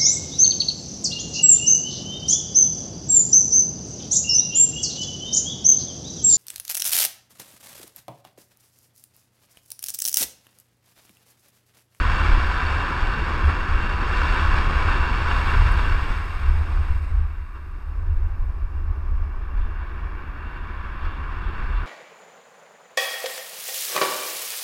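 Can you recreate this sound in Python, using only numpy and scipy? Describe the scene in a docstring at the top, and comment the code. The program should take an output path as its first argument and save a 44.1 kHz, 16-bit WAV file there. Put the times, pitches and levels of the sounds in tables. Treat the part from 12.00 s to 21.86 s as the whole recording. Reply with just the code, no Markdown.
"""Inline skates, country road

A fast run heard from a microphone in the camera on the skater's helmet: wind at the housing, wheels a body length below.
Random stone hits ring the skates' resonances; they scrub and hiss into a bend, roll quietly through it, then pick up.
Shaped noise makes the wind, road shake and microphone hiss; short rings and decaying noise make grit and bumps."""
import sys
import numpy as np
from scipy import signal
from scipy.fft import rfft, irfft, next_fast_len
from scipy.io import wavfile
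from scipy.ndimage import uniform_filter1d

SR = 44100
rng = np.random.default_rng(int(sys.argv[2]) if len(sys.argv) > 2 else 0)


def int16_out(signal):
    """Quantize to a 16-bit WAV file."""
    q = np.round(np.clip(np.atleast_2d(signal).T, -1, 1) * 32767)
    wavfile.write(sys.argv[1], SR, q.astype(np.int16))


N = 434818
TIME_S = np.arange(N) / SR

# Layer levels are before the trims set in scene(); colours give only a shape, scaled later.

# Microphone hiss, colour: pitch_hz, density_db (per Hz)
HISS_COLOUR = [(1000, -2), (4200, 7), (5200, 4.5), (6200, 1), (8000, -2.5), (9500, -7.5), (10050, 3),
               (11000, -4.5), (12000, -6), (12900, 3), (14400, -4), (15000, 0.5)]
# Thin whine in that hiss: pitch_hz, width_hz, lift_db
HISS_WHINE = [(12647, 14, 17), (12707, 12, 12), (13127, 14, 11)]

# Steady wind on the housing between gusts, with a lull in the bend: time_s, level_db
STEADY_WIND = [(0.0, -20), (0.55, -22), (0.87, -29.5), (1.2, -23), (1.35, -26.5), (2.0, -24), (2.2, -21.5),
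               (2.85, -19.5), (3.2, -22.5), (3.9, -18.5), (4.28, -27.5), (4.6, -23.5), (5.05, -26),
               (5.65, -34.5), (6.05, -24), (7.4, -27), (8.3, -32), (9.86, -27)]
# Gusts: peak_time_s, peak_db, length_s (sigma of the power bell), boom_db (relative to the slow buffeting)
WIND_GUSTS = [(0.342, -16.5, 0.046, -5.5), (0.746, -23.5, 0.041, 8), (1.033, -23, 0.043, -11),
              (1.476, -13, 0.022, 7), (1.763, -20, .04, -4.5), (2.483, -17.5, 0.022, -3.5),
              (3.598, -15, .03, -5), (3.67, -18, 0.031, 17), (4.52, -16, 0.046, 3), (4.771, -19.5, .04, 3),
              (4.942, -18, .03, 10), (5.184, -18, 0.046, 2), (6.163, -20, 0.058, -1),
              (6.405, -20.5, 0.022, -11), (6.908, -21.5, 0.027, 1), (7.167, -21.5, 0.049, -4),
              (7.617, -22.5, 0.055, -7.5), (8.036, -27, 0.021, -4.5), (9.055, -27, 0.03, -12),
              (9.7, -26, 0.11, -15)]
# Slow buffeting of the housing, colour: pitch_hz, density_db (per Hz)
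BUFFET_COLOUR = [(4, -22.5), (12, -3.5), (22, -7), (33, 2), (42, -1.5), (52, -10.5), (70, -21.5),
                 (150, -39)]
# Low boom of the housing, colour: pitch_hz, density_db (per Hz)
BOOM_COLOUR = [(35, -11), (52, -12), (64, -4), (75, 2.5), (86, -6.5), (98, -20.5), (112, -26), (200, -53)]
# Small, quick eddies, colour: pitch_hz, density_db (per Hz)
EDDY_COLOUR = [(60, -22), (95, 11.5), (125, 1.5), (160, -7), (220, -19.5), (500, -28)]
# Air rushing across the housing as the head turns in the bend: time_s, level_db
CROSSWIND_LEVEL = [(4.0, -61), (4.5, -53), (4.7, -47.5), (4.95, -56.5), (5.22, -54.5), (5.45, -74),
                   (5.95, -56.5), (7.6, -55.5), (8.4, -61)]
# That rush, colour: pitch_hz, density_db (per Hz)
RUSH_COLOUR = [(150, -23), (350, 3.5), (480, -4), (620, -1.5), (850, 0), (1150, 4), (1500, -17),
               (3000, -23), (4400, -32), (5200, -23), (6000, -34)]

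# Road vibration carried up to the housing, weakest at the apex of the bend: time_s, level_db
DRONE_LEVEL = [(0.0, -36.5), (2.0, -38.5), (2.25, -35.5), (3.9, -39.5), (4.35, -46), (4.8, -48.5),
               (5.5, -56), (6.8, -51.5), (9.86, -44.5)]
# That vibration, colour: pitch_hz, density_db (per Hz)
DRONE_SHAPE = [(70, -7.5), (110, 7), (170, 3.5), (250, 0), (370, 0.5), (480, -9), (700, -20.5),
               (1500, -25.5)]

# Grit flicked by the wheels: start_s, level_db, ring_hz, t60_s
GRIT_TICKS = [(0.157, -43, 7200, .012), (1.456, -49, 10400, .02), (1.505, -53, 10800, .01),
              (3.7205, -41, 8400, .009), (3.722, -43, 10100, .009), (5.029, -58, 10500, .012)]
# Knocks of the wheels over bumps in the road: time_s, level_db, t60_s
ROAD_BUMPS = [(0.15, -29, 0.079), (0.265, -27, .06), (1.491, -25, 0.2), (2.88, -24.5, 0.35),
              (3.315, -24.5, 0.11), (3.54, -24, 0.27), (5.555, -44.5, 0.23), (7.575, -43, 0.25),
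              (9.055, -34, .06), (9.45, -41, .07)]

# Ring of the wheels that stands out after the bend: time_s, level_db (relative to the roar)
SONG_LEVEL = [(4.2, -18), (5.1, -19), (5.5, -3), (6.3, -8), (7.2, -3), (8.2, -16), (9.2, -5), (9.86, -6.5)]
# That ring, colour: pitch_hz, density_db (per Hz)
SONG_SHAPE = [(700, -43.5), (950, -18), (1050, -3), (1120, 2), (1200, 0.5), (1300, -14), (1700, -41)]
# Pushes on the way out of the bend, when the edged wheels rasp: peak_time_s, level_db, length_s (sigma)
EDGE_PUSHES = [(7.45, -63, .04), (7.63, -58, 0.04), (7.86, -58, 0.078), (8.25, -64, 0.089),
               (8.56, -62, 0.093), (8.78, -59, 0.12), (9.084, -51, 0.093), (9.464, -52.5, 0.11),
               (9.78, -49, 0.055)]
# The rasp, colour: pitch_hz, density_db (per Hz)
RASP_COLOUR = [(2500, -14), (2780, -7), (3050, -4), (3480, 1), (3680, -4), (3950, -12), (4500, -13),
               (6000, -40)]
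# The scrub, colour: pitch_hz, density_db (per Hz)
SCRUB_COLOUR = [(1500, 13), (2000, 26), (2550, 25), (3000, 6), (3500, 10), (4200, 11), (5200, 12),
                (6000, -2.5), (7700, 2.5), (9500, -4), (10500, 0.5), (11900, -5), (14000, -5.5),
                (15000, -13)]
# Resonances of the scrub: pitch_hz, width_hz, lift_db
SCRUB_RESONANCES = [(3720, 220, 8.7), (6500, 450, 8), (8220, 460, 11.6), (9040, 280, 8.9), (12500, 350, 4),
                    (13400, 700, 6)]

# Pace of the run as the roar of the wheels: fast straight, braking into the bend, picking up: time_s, level_db
ROAR_LEVEL = [(0.0, -27), (0.35, -27), (0.9, -28.5), (2.0, -29.5), (2.2, -26.5), (2.7, -27.5), (3.45, -27),
              (3.85, -29), (4.1, -32), (4.25, -36.5), (4.62, -39.5), (4.9, -40.5), (5.04, -45.5),
              (5.4, -49), (6.3, -51.5), (7.3, -48.5), (7.85, -42.5), (8.45, -42), (8.65, -40),
              (9.86, -37.6)]
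# Broad colour of the rolling skates: pitch_hz, density_db (per Hz)
SKATE_COLOUR = [(250, -23), (480, -8), (660, -9), (900, -2.5), (1250, 0.5), (1720, 0.5), (2050, -11),
                (2620, -10.5), (2950, -18), (4200, -29), (5400, -28), (6000, -39), (8800, -41), (9400, -48),
                (15000, -57.5)]
# Resonances of wheels, frames and housing: pitch_hz, width_hz, lift_db
SKATE_RESONANCES = [(989, 36, 6), (1096, 157, 4.5), (1535, 130, 2.5), (2274, 194, 6.5), (2754, 120, 10),
                    (3320, 240, 5), (3667, 230, 6.5), (4020, 41, 8.5), (4468, 160, 10), (4680, 44, 7.5),
                    (4640, 30, 1), (5040, 280, 1), (5430, 14, -3), (6590, 230, 6.5), (7500, 500, 2),
                    (8050, 350, 2.5)]

# Bands in which the levels are given: low_hz, high_hz
ROAR_BAND, EDGE_BAND, TOP_BAND = (900, 3000), (3000, 6000), (9500, 15000)
BUFFET_BAND, BOOM_BAND, BLUSTER_BAND = (15, 55), (55, 110), (100, 200)
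DRONE_BAND, RUSH_BAND = (170, 450), (450, 800)
CUTOFF_HZ = 15200

# Roar at full pace; edge and eddies give their level there and the dB they gain per dB of roar
FULL_PACE_DB = -27.5
EDGE_DB, EDGE_FOLLOWS = -17, 0.57  # sharp edge, relative to the roar
BLUSTER_DB, BLUSTER_FOLLOWS = -40.5, 0.79
BLUSTER_PER_GUST = 1  # dB per dB of wind power above its mean
BLUSTER_SLIDE_DB = 6  # added at full slide, side-on to the wind
USUAL_BOOM_DB = -2  # boom relative to buffeting in the steady wind
# The slide into the bend, until the wheels grip again
SLIDE_START_S, SLIDE_ATTACK_S = 3.31, 0.03
SLIDE_END_S, SLIDE_RELEASE_S = 5.18, 0.15
# The lean on the wheels' edges, until the road straightens
LEAN_START_S, LEAN_ATTACK_S = 4.04, 0.18
LEAN_END_S, LEAN_RELEASE_S = 7.3, 0.4
LEAN_SLIP, LEAN_EDGE_DB = 0.4, 5.0  # share of the slip that remains; added edge of the roar
# The scrub is loudest when the skater brakes hardest
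SCRUB_DB, SCRUB_PEAK_S = -67, 3.42
SCRUB_RISE_DB_PER_S, SCRUB_SAG_DB_PER_S = 17, 4


def from_db(db):
    """Decibels to gain."""
    return 10 ** (np.asarray(db) / 20)


def curve(rows):
    """A two-column curve, drawn as straight lines with one value per sample."""
    points_s, values = np.transpose(rows)
    return np.interp(TIME_S, points_s, values)


def passage(rows, fade_s):
    """Gain of a level curve that fades in and out around its ends."""
    inside_s = np.minimum(TIME_S - rows[0][0], rows[-1][0] - TIME_S)
    return from_db(curve(rows)) * np.clip(inside_s / fade_s + 0.5, 0, 1)


def bell(peak_s, length_s):
    """A smooth swell with peak 1 and this sigma."""
    return np.exp(-0.5 * ((TIME_S - peak_s) / length_s) ** 2)


def held(start_s, attack_s, end_s, release_s):
    """A smooth attack, hold and release, 0-1."""
    attack = (1 + np.tanh((TIME_S - start_s) / attack_s)) / 2
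    release = (1 - np.tanh((TIME_S - end_s) / release_s)) / 2
    return attack * release


def noise():
    """White noise over the whole run."""
    return rng.standard_normal(N)


def drift(rate_hz):
    """Slow random wander, its amplitude spectrum halved at this rate; spread 1."""
    size = next_fast_len(N)
    hz = np.fft.rfftfreq(size, 1 / SR)
    slow = irfft(rfft(rng.standard_normal(size)) / (1 + (hz / rate_hz) ** 2), size)[:N]
    return slow / slow.std()


def colour(x, spectrum, band, resonances=()):
    """Pass x through a body with a broad colour and resonances; rms 1 inside the band."""
    size = next_fast_len(N)
    hz = np.fft.rfftfreq(size, 1 / SR)
    points_hz, levels_db = np.transpose(spectrum)
    db = np.interp(np.log(hz + 1), np.log(points_hz), levels_db)
    db = db - 40 * np.log10(np.maximum(hz / points_hz[-1], 1))  # falls away above the last point
    for centre_hz, width_hz, lift_db in resonances:
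        db = db + lift_db / (1 + ((hz - centre_hz) / width_hz) ** 2 * 2) ** 2
    shaped = rfft(x, size) * from_db(db)
    in_band = (hz >= band[0]) & (hz < band[1])
    power = 2 * np.sum(np.abs(shaped[in_band]) ** 2) / (size * N)
    return irfft(shaped / np.sqrt(power), size)[:N]


def steadied(x, span_s):
    """Even out the swells of x that are slower than the span."""
    local_power = uniform_filter1d(x ** 2, max(int(span_s * SR), 2))
    return x / np.sqrt(local_power + 1e-6)


def stone_hits(per_s, spread_db):
    """Random clicks of uneven size: wheels meeting the chippings of the road."""
    hit = rng.random(N) < per_s / SR
    extra_db = spread_db * np.minimum(rng.exponential(1, N), 4)
    return hit * noise() * from_db(extra_db)


def pace_db():
    """Level of the roar relative to full pace."""
    return curve(ROAR_LEVEL) - FULL_PACE_DB


def lean():
    """How far the wheels run on their edges, 0-1."""
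    return held(LEAN_START_S, LEAN_ATTACK_S, LEAN_END_S, LEAN_RELEASE_S)


def slide():
    """How much the wheels slip sideways, 0-1: fully while braking, partly while leaning."""
    braking = held(SLIDE_START_S, SLIDE_ATTACK_S, SLIDE_END_S, SLIDE_RELEASE_S)
    return np.maximum(braking, LEAN_SLIP * lean())


def microphone_hiss(level_db):
    """The microphone's own steady noise, with thin whines in it."""
    return from_db(level_db) * colour(noise(), HISS_COLOUR, TOP_BAND, HISS_WHINE)


def wind_power():
    """Power of buffeting and boom: the steady wind plus a bell-shaped swell for each gust."""
    swells = [(from_db(curve(STEADY_WIND)) ** 2, USUAL_BOOM_DB)]
    for peak_s, peak_db, length_s, boom_db in WIND_GUSTS:
        swells.append((from_db(peak_db) ** 2 * bell(peak_s, length_s), boom_db))
    # each swell's power is shared out by its boom balance
    buffet = sum(power / (1 + from_db(boom_db) ** 2) for power, boom_db in swells)
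    boom = sum(power / (1 + from_db(-boom_db) ** 2) for power, boom_db in swells)
    return buffet, boom


def housing_thumps(buffet_power, boom_power, buffet_db, boom_db, housing_hz):
    """Eddies push on the closed housing, which lets through mostly slow thumps and a low boom."""
    buffet = steadied(colour(noise(), BUFFET_COLOUR, BUFFET_BAND), span_s=0.23)
    boom = steadied(colour(noise(), BOOM_COLOUR, BOOM_BAND), span_s=0.2)
    thumps = from_db(buffet_db) * np.sqrt(buffet_power) * buffet
    thumps = thumps + from_db(boom_db) * np.sqrt(boom_power) * boom
    lowpass = signal.butter(8, housing_hz, fs=SR, output="sos")
    return signal.sosfiltfilt(lowpass, thumps)


def bluster(power):
    """Small, quick eddies grow with the pace, the gusts and the slide."""
    gust_db = 10 * np.log10(power / power.mean())
    level_db = BLUSTER_DB + BLUSTER_FOLLOWS * pace_db() + BLUSTER_PER_GUST * gust_db
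    level_db = level_db + BLUSTER_SLIDE_DB * slide()
    return from_db(level_db) * steadied(colour(noise(), EDDY_COLOUR, BLUSTER_BAND), span_s=0.17)


def crosswind(rush_db, flutter_db):
    """Air rushes across the housing as the head turns: fluttering, coloured noise."""
    flutter = noise() * from_db(flutter_db * drift(20))
    rush = colour(flutter, RUSH_COLOUR, RUSH_BAND)
    return from_db(rush_db) * passage(CROSSWIND_LEVEL, fade_s=0.26) * rush


def wind(buffet_db, boom_db, rush_db, flutter_db, housing_hz):
    """Moving air at the housing: thumps, quick eddies and a cross rush."""
    buffet_power, boom_power = wind_power()
    thumps = housing_thumps(buffet_power, boom_power, buffet_db, boom_db, housing_hz)
    return thumps + bluster(buffet_power + boom_power) + crosswind(rush_db, flutter_db)


def drone(level_db, shake_db):
    """The coarse road shakes skater and housing."""
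    shaking = noise() * from_db(shake_db * drift(25))
    return from_db(curve(DRONE_LEVEL) + level_db) * colour(shaking, DRONE_SHAPE, DRONE_BAND)


def ticks(crack):
    """Each bit of grit gives a tiny crack and a short high ring."""
    out = np.zeros(N)
    t = np.arange(SR // 20) / SR
    for start_s, level_db, ring_hz, t60_s in GRIT_TICKS:
        ring = np.sin(2 * np.pi * ring_hz * t)
        burst = ring + crack * rng.standard_normal(len(t))
        start = int(start_s * SR)
        out[start:start + len(t)] += burst * from_db(level_db - 60 * t / t60_s)
    return out


def bumps(level_db, spread_s):
    """The wheels of a skate cross a bump one after another and ring the same body."""
    blows = np.zeros(N)
    for time_s, bump_db, t60_s in ROAD_BUMPS:
        since_s = TIME_S - time_s
        arrived = np.clip(since_s / spread_s + 1, 0, 1)  # a ramp up to the knock
        blows += arrived * from_db(bump_db - np.clip(60 * since_s / t60_s, 0, 200))
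    return from_db(level_db) * blows * colour(noise(), SKATE_COLOUR, ROAR_BAND, SKATE_RESONANCES)


def wheel_song(level_db, waver_db):
    """Lightly loaded wheels are less damped and sing a hollow note."""
    hits = stone_hits(per_s=3000, spread_db=-1.0) * from_db(waver_db * drift(10))
    song_db = curve(ROAR_LEVEL) + curve(SONG_LEVEL) + level_db
    return from_db(song_db) * colour(hits, SONG_SHAPE, ROAR_BAND)


def rasps(level_db, chatter_db):
    """Each push drags the wheels a little sideways and rings the frame."""
    pressure = sum(from_db(push_db) * bell(peak_s, length_s) for peak_s, push_db, length_s in EDGE_PUSHES)
    slips = stone_hits(per_s=7500, spread_db=-6.0) * from_db(chatter_db * drift(35))
    return from_db(level_db) * pressure * colour(slips, RASP_COLOUR, EDGE_BAND)


def scrub(chatter_db):
    """Slipping wheels move in tiny jerks: a fine bright hiss that swells, then sags as the skater slows."""
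    slips = stone_hits(per_s=16000, spread_db=0.0) * from_db(chatter_db * drift(40))
    late_s = TIME_S - SCRUB_PEAK_S
    level_db = SCRUB_DB + np.minimum(SCRUB_RISE_DB_PER_S * late_s, -SCRUB_SAG_DB_PER_S * late_s)
    return from_db(level_db) * slide() * colour(slips, SCRUB_COLOUR, TOP_BAND, SCRUB_RESONANCES)


def wheels(roar_db, judder_db, judder_rate_hz, edge_hz, unlike_db, sway_rate_hz, surge_db, surge_rate_hz):
    """Stone hits ring two skates that share the weight in turn; faster, harder hits carry more treble."""
    # coarser and finer patches of asphalt
    level_db = curve(ROAR_LEVEL) + surge_db * drift(surge_rate_hz)
    edge_db = EDGE_DB + EDGE_FOLLOWS * pace_db() + LEAN_EDGE_DB * lean()
    judder = from_db(judder_db * drift(judder_rate_hz))
    sway = np.tanh(drift(sway_rate_hz))
    roar = 0
    for side in (1, -1):
        # each skate favours other resonances
        resonances = [(hz, width_hz, lift_db + side * unlike_db * (-1) ** k)
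                      for k, (hz, width_hz, lift_db) in enumerate(SKATE_RESONANCES)]
        hits = stone_hits(per_s=9000, spread_db=-0.16) * judder
        roar = roar + np.sqrt(1 + side * sway) * colour(hits, SKATE_COLOUR, ROAR_BAND, resonances)
    roar = steadied(roar, span_s=0.2)
    # set the treble's own level, leaving the body of the roar alone
    highpass = signal.butter(4, edge_hz, "high", fs=SR, output="sos")
    treble = signal.sosfiltfilt(highpass, roar)
    edge_bandpass = signal.butter(4, EDGE_BAND, "band", fs=SR, output="sos")
    usual_edge = signal.sosfilt(edge_bandpass, treble).std()
    body = roar - treble
    return from_db(level_db + roar_db) * (body + treble * from_db(edge_db) / usual_edge)


def scene():
    """Microphone hiss and wind close at the housing, then the road and the skates below."""
    hiss = microphone_hiss(level_db=-79.0)
    air = wind(buffet_db=1.5, boom_db=0.6, rush_db=-2.5, flutter_db=1.0, housing_hz=118)
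    road = drone(level_db=-0.6, shake_db=1.5)
    knocks = ticks(crack=0.3) + bumps(level_db=-1.0, spread_s=0.0089)
    song = wheel_song(level_db=-2.0, waver_db=0.0)
    slides = rasps(level_db=-6.0, chatter_db=-0.5) + scrub(chatter_db=0.8)
    skates = wheels(roar_db=0.23, judder_db=0.45, judder_rate_hz=12, edge_hz=3010, unlike_db=1.5,
                    sway_rate_hz=2.7, surge_db=0.58, surge_rate_hz=2.6)
    return (hiss + air + road + knocks + song + slides + skates)[None]


def record(dry):
    """The top is cut steeply."""
    lowpass = signal.ellip(14, 0.1, 80, CUTOFF_HZ, fs=SR, output="sos")
    return signal.sosfilt(lowpass, dry)


dry = scene()
out = record(dry)
int16_out(out)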